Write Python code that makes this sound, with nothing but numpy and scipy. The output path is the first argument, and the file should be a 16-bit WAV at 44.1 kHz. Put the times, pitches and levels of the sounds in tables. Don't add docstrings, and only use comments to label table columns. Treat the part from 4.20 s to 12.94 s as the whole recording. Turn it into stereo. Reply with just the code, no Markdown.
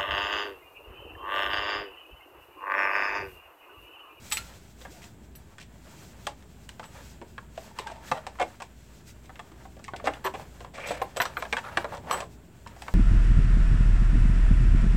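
import sys
import numpy as np
from scipy import signal
from scipy.fft import rfft, irfft, next_fast_len
from scipy.io import wavfile
from scipy.ndimage import uniform_filter1d

SR = 44100
rng = np.random.default_rng(int(sys.argv[2]) if len(sys.argv) > 2 else 0)


def persist_wave(psi):
    counts = np.round(np.clip(psi, -1, 1) * 32767).astype(np.int16)
    wavfile.write(sys.argv[1], SR, np.atleast_2d(counts).T)


def ratio_of_db(decibels):
    return 10 ** (np.asarray(decibels, float) / 20)


N = 385431
TIME_S = np.arange(N) / SR
PORT_LAG_S = 9e-5
LEFT_RIGHT_DB = np.array([[1.0], [-1.0]])


def unit(x):
    return x / np.sqrt(np.mean(x ** 2))


def curve(table):
    s, *columns = np.transpose(table)
    return [np.interp(TIME_S, s, c) for c in columns]


def at(points, hz):
    f, v = np.transpose(points)
    return np.interp(np.log(np.maximum(hz, 1)), np.log(np.maximum(f, 1)), v, left=v[0])


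def colour(x, gain):
    size = next_fast_len(x.shape[-1])
    hz = np.arange(size // 2 + 1) * SR / size
    return irfft(rfft(x, size) * gain(hz), size)[..., :x.shape[-1]]


def walk(rate):
    k = int(SR / rate)
    steps = np.repeat(rng.standard_normal(N // k + 1), k)
    return 1.96 * uniform_filter1d(uniform_filter1d(steps, k), k)[:N]


def ring(hz, gain, t60, turn, length):
    t = np.arange(int(length * SR)) / SR
    modes = np.exp(np.outer(2j * np.pi * hz - np.log(1000) / t60, t))
    ports = np.array([gain * np.exp(.5j * turn), gain * np.exp(-.5j * turn)])
    return np.imag(ports @ modes)


def rise(x, s):
    return x * (1 - np.exp(-np.arange(x.shape[1]) / SR / s))


def add(out, s, x):
    i = int(s * SR)
    out[:, i:i + x.shape[1]] += x[:, :N - i]


def grains(rate, spread_db):
    happens = rng.random(N) < rate / SR
    size = ratio_of_db(spread_db * np.minimum(rng.exponential(size=N), 4))
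    clicks = happens * size * rng.standard_normal(N)
    return np.array([clicks, np.roll(clicks, 3)])


# pitch_hz, level_db (per Hz)
RUMBLE_TONE = [(12, -22), (20, -17), (75, 1), (238, -5), (280, -10), (416, -10.5), (517, -22), (630, -15.5),
               (1060, -23.5), (1500, -37), (1950, -58), (3300, -120)]
# pitch_hz, likeness (0-1)
RUMBLE_LIKENESS = [(25, 0.57), (130, 1), (290, 0.84), (640, 0.6), (1400, 0)]
# pitch_hz, level_db (per Hz)
HISS_TONE = [(880, -22), (1500, -0.5), (1940, -5.5), (2830, -7), (3220, -7), (5880, -23), (7390, -5),
             (9750, -19.5), (16000, -15.5)]
# time_s, level_db
MOTOR_LOAD = [(0.0, 0.5), (1.0, -3), (2.0, -2), (3.0, -2), (4.0, -0.5), (4.7, -2), (5.8, 1), (6.6, 1),
              (7.4, -1), (8.2, -2), (8.74, 0.5)]
RUMBLE_DB, HISS_DB, HUM_DB, SECOND_MOTOR_DB = -52, -65, -55, -3
HUM_HZ, BEAT_HZ, BEAT_NULL_S = 58, 2.288, 4.39


def rumble(load_db):
    def shared(f):
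        return np.clip(at(RUMBLE_LIKENESS, f), 0, 1)

    mid, side = rng.standard_normal((2, N))
    mid = colour(mid, lambda f: ratio_of_db(at(RUMBLE_TONE, f)) * np.sqrt(1 + shared(f)))
    side = colour(side, lambda f: ratio_of_db(at(RUMBLE_TONE, f)) * np.sqrt(1 - shared(f)))
    level_db = RUMBLE_DB + 2.2 + load_db + 1.1 * walk(2.62)
    return np.array([mid + side, mid - side]) / np.std(mid) * ratio_of_db(level_db)


def room_hiss():
    air = colour(rng.standard_normal((2, N)), lambda f: ratio_of_db(at(HISS_TONE, f)) * (f > 900))
    return unit(air) * ratio_of_db(HISS_DB + 2 + walk(4.04))


def hum(load_db):
    phase = 2 * np.pi * np.cumsum(HUM_HZ * (1 + 0.00787 * walk(3))) / SR
    phase = phase + np.array([[-.25], [.25]])
    slip = np.pi * BEAT_HZ * (TIME_S - BEAT_NULL_S)
    motors = np.sin(phase + slip) - ratio_of_db(SECOND_MOTOR_DB) * np.sin(phase - slip)
    return np.sqrt(2) * ratio_of_db(HUM_DB + 0.68 * load_db + 0.69 * walk(1.52)) * motors


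def garage():
    load_db = curve(MOTOR_LOAD)[0]
    return rumble(load_db) + room_hiss() + hum(load_db)


# pitch_hz, width_hz, level_db
CASE_RING = [(620, 89, 3.5), (899, 98, 2.5), (1225, 115, -2.5), (1600, 200, -6), (2280, 50, -16),
             (2730, 40, -13), (3100, 6.5, -30)]


def case(f):
    answer = sum(ratio_of_db(db) / (1 + 1j * (f - hz) / width) for hz, width, db in CASE_RING)
    return answer * f ** 2 / (f ** 2 + 330 ** 2)


# pitch_hz, level_db (per Hz)
CRACK_TONE = [(1060, -46), (1800, -7), (3380, -9.5), (4330, -14), (5290, -14.5), (6840, -17.5),
              (8210, -13.5), (9330, -29.5), (12700, -35.5), (16000, -41)]
# start_s, push_s, scrape_db, steel_grit_db
DRAGS = [
    (3.625, 0.125, -41, -52),
    (6.535, .045, -38, -44),
    (7.43, .06, -45.5, -58),
    (7.715, 0.057, -45, -56),
    (7.83, 0.065, -46, -68),
    (6.655, .055, -35, -41),
    (6.59, .105, -44, -60),
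    (3.685, .03, -42, -60),
    (6.54, .04, -44, -60),
    (3.845, .03, -52, -60),
]
# pitch_hz, width_hz, plain_scrape_db (under the song)
DRAG_SONG = [(885, 70, -24), (620, 300, -12), (1310, 420, -12), (900, 700, -12), (820, 1200, -12),
             (620, 200, -10), (2400, 500, -30), (680, 80, -24), (2200, 700, -30), (1700, 800, -24)]
BITE_S, GROWTH_DB, RELEASE_DB_PER_S = .01, 6, 210


def drag_rods(slips):
    song, grit = np.zeros((2, 2, N))
    judder = ratio_of_db(2.3 * walk(110))
    for (s, push, sing_db, grit_db), (hz, width, plain_db) in zip(DRAGS, DRAG_SONG):
        span = slice(int(s * SR), int((s + 0.44) * SR))
        x = TIME_S[span] - s
        force_db = np.minimum(GROWTH_DB * (x / push - 1), RELEASE_DB_PER_S * (push - x))
        press = judder[span] * np.clip(x / BITE_S, 0, 1) * ratio_of_db(force_db)

        def spot(f):
            return case(f) * (ratio_of_db(plain_db) + 1 / (1 + ((f - hz) / (width / 2)) ** 2))

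        song[:, span] += press * ratio_of_db(sing_db) * unit(colour(slips[:, span], spot))
        grind = colour(slips[:, span], lambda f: ratio_of_db(at(CRACK_TONE, f)))
        grit[:, span] += press * ratio_of_db(grit_db) * unit(grind)
    return song, grit


# pitch_hz, level_db (per Hz)
CLOTH_TONE = [(710, -17), (1200, -15), (1510, -4.5), (1750, -23), (1950, -6), (3250, -8.5), (7910, -7.5),
              (9310, -17.5), (15200, -16), (16000, -24)]
# middle_s, half_length_s, scrape_db (on the case), rustle_db (cloth)
MOVES = [(0.192, 0.21, -59, -51), (0.64, 0.035, -57, -52), (0.72, .03, -60, -62), (0.79, 0.06, -57, -52),
         (1.78, 0.11, -58, -55), (2.028, .12, -62, -57.5), (2.816, 0.095, -54.5, -53),
         (3.44, 0.065, -55, -53.5), (3.604, 0.034, -49.5, -60), (3.88, 0.057, -52, -52),
         (3.968, 0.078, -47, -68), (4.254, 0.085, -55, -61), (2.427, 0.053, -77, -63.5),
         (4.888, 0.025, -64, -54.5), (5.082, 0.6, -69, -69), (5.463, 0.052, -68, -84),
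         (5.92, 0.081, -50, -68), (6.208, 0.096, -53.5, -59.5), (6.42, 0.042, -55, -58),
         (6.859, 0.048, -53.5, -63), (7.075, 0.096, -44, -59), (7.25, 0.12, -60, -68),
         (7.4, 0.052, -53.5, -52), (7.61, 0.069, -47, -66), (7.967, 0.049, -42.5, -64),
         (8.54, 0.042, -56, -72), (8.68, 0.079, -52.5, -52.5)]
IDLE_DB = np.array([[-66], [-66.5]])


def rub():
    slips = grains(800, 2.65) + .5 * rng.standard_normal((2, N))
    threads = 0.46 * grains(1400, 1.8) + rng.standard_normal((2, N))
    power = ratio_of_db(2 * IDLE_DB)
    for s, half, scrape_db, rustle_db in MOVES:
        power = power + np.exp(-((TIME_S - s) / half) ** 2) * ratio_of_db(2 * np.array([[scrape_db], [rustle_db]]))
    force = np.sqrt(power)
    song, grit = drag_rods(slips)
    scrape = unit(colour(slips, case)) * force[0] + song
    rustle = unit(colour(threads, lambda f: ratio_of_db(at(CLOTH_TONE, f)))) * force[1] + grit
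    scrape = scrape * ratio_of_db(2.43 * walk(35) + np.array([[2.2], [-.6]]))
    return scrape + rustle * ratio_of_db(2 * walk(30) + 0.5)


# pitch_hz, level_db, t60_s (time to fall 60 dB), family (0-3, low to top)
STEEL_RING = [(1332, -15, .2, 0), (2355, -9, .1, 0), (2912, -9, .1, 0), (3135, -4, .07, 0), (3716, -5, .1, 0),
              (4085, -4, .14, 0), (4340, -8, .15, 0), (4980, -14, .1, 0), (5865, -2, .15, 0),
              (7075, -16, .22, 1), (7260, -19, .15, 1), (7950, 0, .2, 1), (8730, -22, .08, 1), (9690, -1, .13, 2),
        (10465, -4, .2, 2), (11710, -9, .06, 2), (12460, -10, .1, 3), (12690, -5, .12, 3),
        (13628, -4, .17, 3), (15080, -18, .06, 3)]
# low_db (1.3-6
# kHz), high_db (9.7-12 kHz), top_db (12-15 kHz)
LOOSE = [
    (0.1015, -46, -13, -10, -12),
    (0.122, -29.5, -7, -8, -11),
    (6.0428, -48, 0, -7, 1),
    (7.002, -45.5, 5, -20, 4.5),
    (7.1721, -53, -12, -12, -1),
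    (7.9254, -36.5, -6, -16, -17),
]
# start_s, level_db, low_db, high_db, top_db
GRIPPED = [(0.171, -30.5, -3, -9, -10), (1.1553, -52.5, -3.5, 2, -1), (2.6544, -51, -10, -18, -14),
           (3.914, -60, 8, -16, -14), (6.6726, -44.5, -12, -11, -16), (6.6937, -46, -20, -19, -13),
           (6.7074, -50, -9, -4, -9), (6.822, -62, -6, 8, 8), (6.9686, -43, -20, -9, -12),
           (7.0555, -50, 9, -36, -14), (7.9092, -43.5, 2, -14, -13), (8.002, -55, -1, -4, -19.5)]
LOOSE_SHARE, GRIPPED_SHARE = 1, 0.61


def clinks():
    out, steel = np.zeros((2, N)), STEEL_RING
    hz, db, t60, family = np.transpose(steel)
    family = np.round(family).astype(int)
    rows = [(*r, LOOSE_SHARE) for r in LOOSE] + [(*r, GRIPPED_SHARE) for r in GRIPPED]
    for s, level_db, low_db, high_db, top_db, grip in rows:
        chance = rng.standard_normal((2, len(steel)))
        family_db = np.array([low_db, 0, high_db, top_db + 5.5])[family]
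        gain = ratio_of_db(level_db + db + family_db + 2.5 * chance[0])
        tone = ring(hz, gain, t60 * np.clip(grip, .1, 2), 1.33 + 0.5 * chance[1], .25)
        add(out, s, rise(tone, 0.00054))
    shake_db = 2.6 * np.array([walk(120), walk(120)])
    return out * ratio_of_db(shake_db + LEFT_RIGHT_DB + 3.0)


CASE_T60_S = 0.07
MAIN_RING_DB, MAIN_MODE_DB = 4.5, -8
SOFT_DB_PER_OCTAVE = 0.03
CASE_TONES = 60


def case_body(hz, crack_db, chance):
    shift, sign, turn = chance
    f = np.geomspace(240, 4200, CASE_TONES) * (1 + 0.023 * shift)
    octaves = np.log2(f / hz)
    treble_slope = -2.5 + SOFT_DB_PER_OCTAVE * min(crack_db, 0)
    gain = ratio_of_db(np.where(octaves < 0, 9.25 * octaves, treble_slope * octaves))
    gain *= np.sign(sign) * (0.71 + .5 * abs(sign))
    gain /= 1 + (420 / f) ** 4
    gain *= ratio_of_db(MAIN_RING_DB * np.exp(-(octaves / .14) ** 2))
    turn = 2 * np.pi * f * PORT_LAG_S + .5 * turn * np.minimum(f / 900, 1.5)
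    return rise(ring(f, gain, CASE_T60_S * (800 / f) ** 0.94, turn, .07), .0002)


def struck_spot(hz, chatter):
    t60 = .7 * CASE_T60_S * (800 / hz) ** .6 * np.ones(3)
    turn = 2 * np.pi * hz * PORT_LAG_S * np.ones(3)
    tone = ring(hz * np.array([.97, 1, 1.04]), np.array([.35, 1, .45]) / 1.4, t60, turn, .12)
    return rise(tone, chatter / 6)


def contact(t, chatter):
    x = t / max(chatter, .002)
    swell = np.clip(4 * x * (1 - x) + 0.95, 0, 1) * (x < 1) * min(chatter / .03, 1)
    bounces = (rng.random(len(t)) < 1500 / SR) * rng.standard_normal(len(t)) * swell
    bounces[0] = 1.44 * np.exp(-chatter / 0.041)
    return bounces


def contact_crack(t, bounces, noise):
    fade = np.exp(-t / 0.001) + 0.11 * np.exp(-t / 0.025)
    burst = np.sqrt(abs(signal.fftconvolve(fade ** 2, bounces ** 2)))
    return colour(noise, lambda f: ratio_of_db(at(CRACK_TONE, f))) * burst


# start_s, peak_db, main_ring_hz, crack_db
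SINGLE_KNOCKS = [(0.114, -31, 1430, 4), (0.122, -26.5, 1280, 9), (0.171, -27, 2530, 8), (0.615, -43, 506, 6),
                 (0.651, -32, 730, -14), (1.153, -54, 385, 10.5), (1.383, -37, 1690, -2.5),
                 (2.069, -18.5, 850, -3), (2.225, -55, 400, 5), (2.491, -33, 2920, 1), (2.596, -27.5, 940, -9),
                 (3.18, -28, 1510, -16), (3.355, -63, 3000, 12), (3.377, -26.5, 660, -12),
                 (3.588, -22.5, 1070, -4.5), (3.671, -33, 1600, -1), (3.699, -32, 680, -14),
                 (3.915, -13, 740, -15.5), (4.067, -23, 890, -9), (4.154, -40, 840, -17), (4.402, -33.5, 810, -5),
                 (4.42, -30.5, 945, -2),
                 (5.057, -58.5, 2200, 11), (5.094, -35.5, 899, -16), (5.157, -41, 2120, -2),
           (5.193, -29, 1140, -11.5), (5.317, -42.5, 332, -8), (5.453, -37.5, 760, -35),
           (5.567, -39.5, 603, -12), (5.593, -41, 593, -8), (5.642, -45, 3100, 10.5),
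           (5.681, -27.5, 1100, -12), (5.736, -23, 620, -41), (5.762, -50.5, 3800, 16.5),
           (5.798, -31, 714, -31), (5.872, -12.5, 670, -17.5), (5.936, -33, 2730, -10),
           (5.969, -34.5, 665, -22), (6.197, -30.5, 834, -16), (6.324, -56, 587, -10),
           (6.406, -36, 439, -5), (6.447, -31, 1020, -13.5), (6.582, -28.5, 616, -20),
           (6.672, -31, 614, -3.5), (6.707, -20, 570, -22), (6.817, -15, 786, -19.5),
                 (6.969, -23.5, 553, -4.5), (7.001, -11, 1370, -21), (7.018, -18, 1540, -0.5),
            (7.054, -20, 1380, -6.5), (7.169, -16.5, 1320, -25), (7.224, -20, 890, -11),
            (7.252, -26.5, 940, -12), (7.327, -13.5, 1600, -8), (7.368, -17, 1650, -15.5),
            (7.383, -22, 1520, -16), (7.449, -30.5, 1320, -21), (7.572, -10.5, 1500, -14.5),
            (7.644, -22.5, 583, -15), (7.749, -33.5, 929, -1), (7.771, -33.5, 530, -2.5),
            (7.911, -15, 1090, -7.5), (8.004, -25.5, 687, -2), (8.463, -33, 900, -18),
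            (8.473, -51, 3500, 12), (8.564, -42, 730, -8), (8.621, -31, 930, -2), (8.682, -25, 990, -9)]
# start_s, peak_db, main_ring_hz, crack_db, chatter_s (length of contact)
RATTLES = [(0.819, -47, 990, 6, 0.026), (1.398, -49.5, 393, 10.5, 0.035), (2.628, -36, 1090, -6.5, 0.03),
           (3.015, -32.5, 353, -15, 0.011), (3.943, -28.5, 740, -15.5, 0.042),
           (4.187, -29, 1020, -26, 0.013), (4.196, -15.5, 740, -14.5, 0.035), (5.84, -25, 570, -7.5, 0.047),
           (6.042, -16, 955, -16, 0.034), (6.139, -23.5, 660, -18, 0.019), (6.963, -25.5, 674, -2.5, 0.016),
           (7.191, -41, 610, 0, 0.054), (7.924, -19, 840, -28, 0.024), (8.019, -28, 676, -22, 0.016)]
KNOCK_CHATTER_S = 0.0085


def knocks():
    out = np.zeros((2, N))
    t = np.arange(int(.12 * SR)) / SR
    singles = [(*r, KNOCK_CHATTER_S) for r in SINGLE_KNOCKS]
    rows = [*singles, *RATTLES]
    chances = rng.standard_normal((len(rows), 3, CASE_TONES))
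    for (s, db, hz, crack_db, chatter), chance in zip(rows, chances):
        noise = np.array([[1, 0.74], [1, -0.35]]) @ rng.standard_normal((2, 2 * len(t) - 1))
        bounces = contact(t, chatter)
        body = signal.fftconvolve(case_body(hz, crack_db, chance), bounces[None], axes=1)
        crack = contact_crack(t, bounces, noise)[:, :body.shape[1]]
        hit = body / abs(body.mean(0)).max()
        hit += ratio_of_db(crack_db + 3.5) * crack / abs(crack.mean(0)).max()
        hit[:, :len(t)] += ratio_of_db(MAIN_MODE_DB - max(crack_db, 0)) * struck_spot(hz, chatter)
        add(out, s, hit * ratio_of_db(db - .7 + LEFT_RIGHT_DB))
    return out


# start_s, peak_db (before
# TING_DB), pitch_hz, t60_s
TINGS = [(0.3386, -42, 3090, 0.025), (0.6195, -35, 3750, 0.025), (2.0677, -21, 3170, 0.025),
         (2.4917, -28, 3070, 0.025), (3.3752, -36, 2880, 0.025), (3.5867, -24, 2730, 0.025),
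         (4.4228, -33, 2410, 0.025), (5.6436, -31, 5170, 0.025), (5.7633, -36, 5070, 0.025),
         (5.9369, -31, 2740, 0.025), (6.5574, -36, 2300, 0.025), (6.5714, -35, 2320, 0.025),
         (6.6443, -33, 2380, 0.025), (6.6644, -33, 2370, 0.025), (6.6932, -29, 2440, 0.025),
         (6.7805, -48, 2650, 0.025), (7.0174, -17, 3160, 0.025), (7.223, -23, 2300, 0.025),
         (7.3262, -14, 2830, 0.025), (7.3682, -20, 3280, 0.025), (7.3824, -25, 2300, 0.025),
         (7.5712, -21, 2300, 0.025), (8.6802, -36, 2540, 0.025)]
# start_s, peak_db, pitch_hz,
# t60_s
LINGERS = [(0.178, -39, 1370, .32), (0.124, -35, 870, .09), (0.122, -26, 3800, .03),
           (3.597, -38, 3750, .08), (3.673, -35, 1590, .07), (2.072, -31, 600, .12),
           (2.072, -31, 1050, .05), (5.936, -39, 5800, .04), (7.333, -33, 600, .1), (6.71, -40, 4700, .03),
           (3.228, -50, 950, .05), (3.443, -47, 880, .05), (3.513, -44, 880, .05), (5.842, -31, 610, .1),
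           (3.018, -40, 950, .05), (2.63, -40, 1300, .05), (3.6, -36, 420, .06), (0.174, -38, 4150, .12),
           (7.928, -42, 5865, .16), (2.492, -42, 1550, .04), (5.737, -30, 620, .05)]
TING_DB = -6


def tings():
    out = np.zeros((2, N))
    short = [(s, db + TING_DB, hz, t60) for s, db, hz, t60 in TINGS]
    for s, db, hz, t60 in [*short, *LINGERS]:
        t60 = np.clip(t60, .008, .5) * np.array([1, .6])
        turn = 2 * np.pi * hz * PORT_LAG_S * np.array([1, .5])
        pair = ring(hz * np.array([1, 1.045]), ratio_of_db(db) * np.array([1, .4]), t60, turn, .25)
        add(out, s, rise(pair, .0004) * ratio_of_db(LEFT_RIGHT_DB))
    return out


# time_s, pitch_hz, level_db
SQUEAK = [
    (0.675, 190, -52),
    (0.71, 340, -44),
    (0.728, 500, -50),
    (0.74, 640, -45),
    (0.755, 730, -52),
    (0.775, 690, -53),
    (0.80, 450, -54),
]


def squeak():
    hz, db = curve(SQUEAK)
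    gate = np.clip(np.minimum(TIME_S - SQUEAK[0][0], SQUEAK[-1][0] - TIME_S) / 0.0079, 0, 1)
    level = gate * ratio_of_db(db - 6.5 + 1.8 * walk(69.7))
    return np.sqrt(2) * level * np.sin(2 * np.pi * np.cumsum(hz * (1 + .02 * walk(148))) / SR)


# start_s, peak_db, pitch_hz
THUMPS = [
    (3.917, -33, 154),
    (4.205, -38, 330),
    (5.875, -35, 290),
    (6.708, -40, 290),
    (6.051, -27.5, 383),
    (7.338, -44, 260),
    (7.574, -28.5, 348),
    (7.92, -39.5, 390),
]


def thumps():
    out = np.zeros((2, N))
    for s, db, hz in THUMPS:
        gain = ratio_of_db(db + 2.5) * np.array([1, .5])
        boom = ring(hz * np.array([1, 1.23]), gain, np.array([.12, .08]), np.zeros(2), .2)
        add(out, s, rise(boom, .003))
    return out


ROOM_T60_S, ROOM_DB, BAY_T60_S, BAY_DB = 0.17, -17, 0.069, -10
SHARED_BELOW_HZ = 500


def echoes(x):
    t = np.arange(int(.5 * SR)) / SR
    bay = rng.standard_normal((2, len(t))) * ratio_of_db(-60 * t / BAY_T60_S) * (t > .001)
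    room = colour(rng.standard_normal((2, len(t))), lambda f: 1 / (1 + f / 2500))
    room = room * ratio_of_db(-60 * t / ROOM_T60_S) * (t > .012)
    tail = ratio_of_db(BAY_DB) * bay / np.linalg.norm(bay[0]) + ratio_of_db(ROOM_DB) * room / np.linalg.norm(room[0])
    shared = tail.mean(0)
    tail = shared + colour(tail - shared, lambda f: f ** 2 / (f ** 2 + SHARED_BELOW_HZ ** 2))
    return signal.fftconvolve(x.mean(0)[None], tail, axes=1)[:, :N] * ratio_of_db(1.2 * LEFT_RIGHT_DB)


def scene():
    work = knocks() + thumps() + tings() + clinks() + rub() + squeak()
    return work + echoes(work) + garage()


def top_cut(x):
    return signal.sosfilt(signal.butter(12, 16870, fs=SR, output="sos"), x)


def record(dry):
    low_pass = signal.ellip(8, .2, 70, 16200, fs=SR, output="sos")
    mix = signal.sosfilt(low_pass, dry) - 0.00093
    return top_cut(mix)


dry = scene()
out = record(dry)
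persist_wave(out)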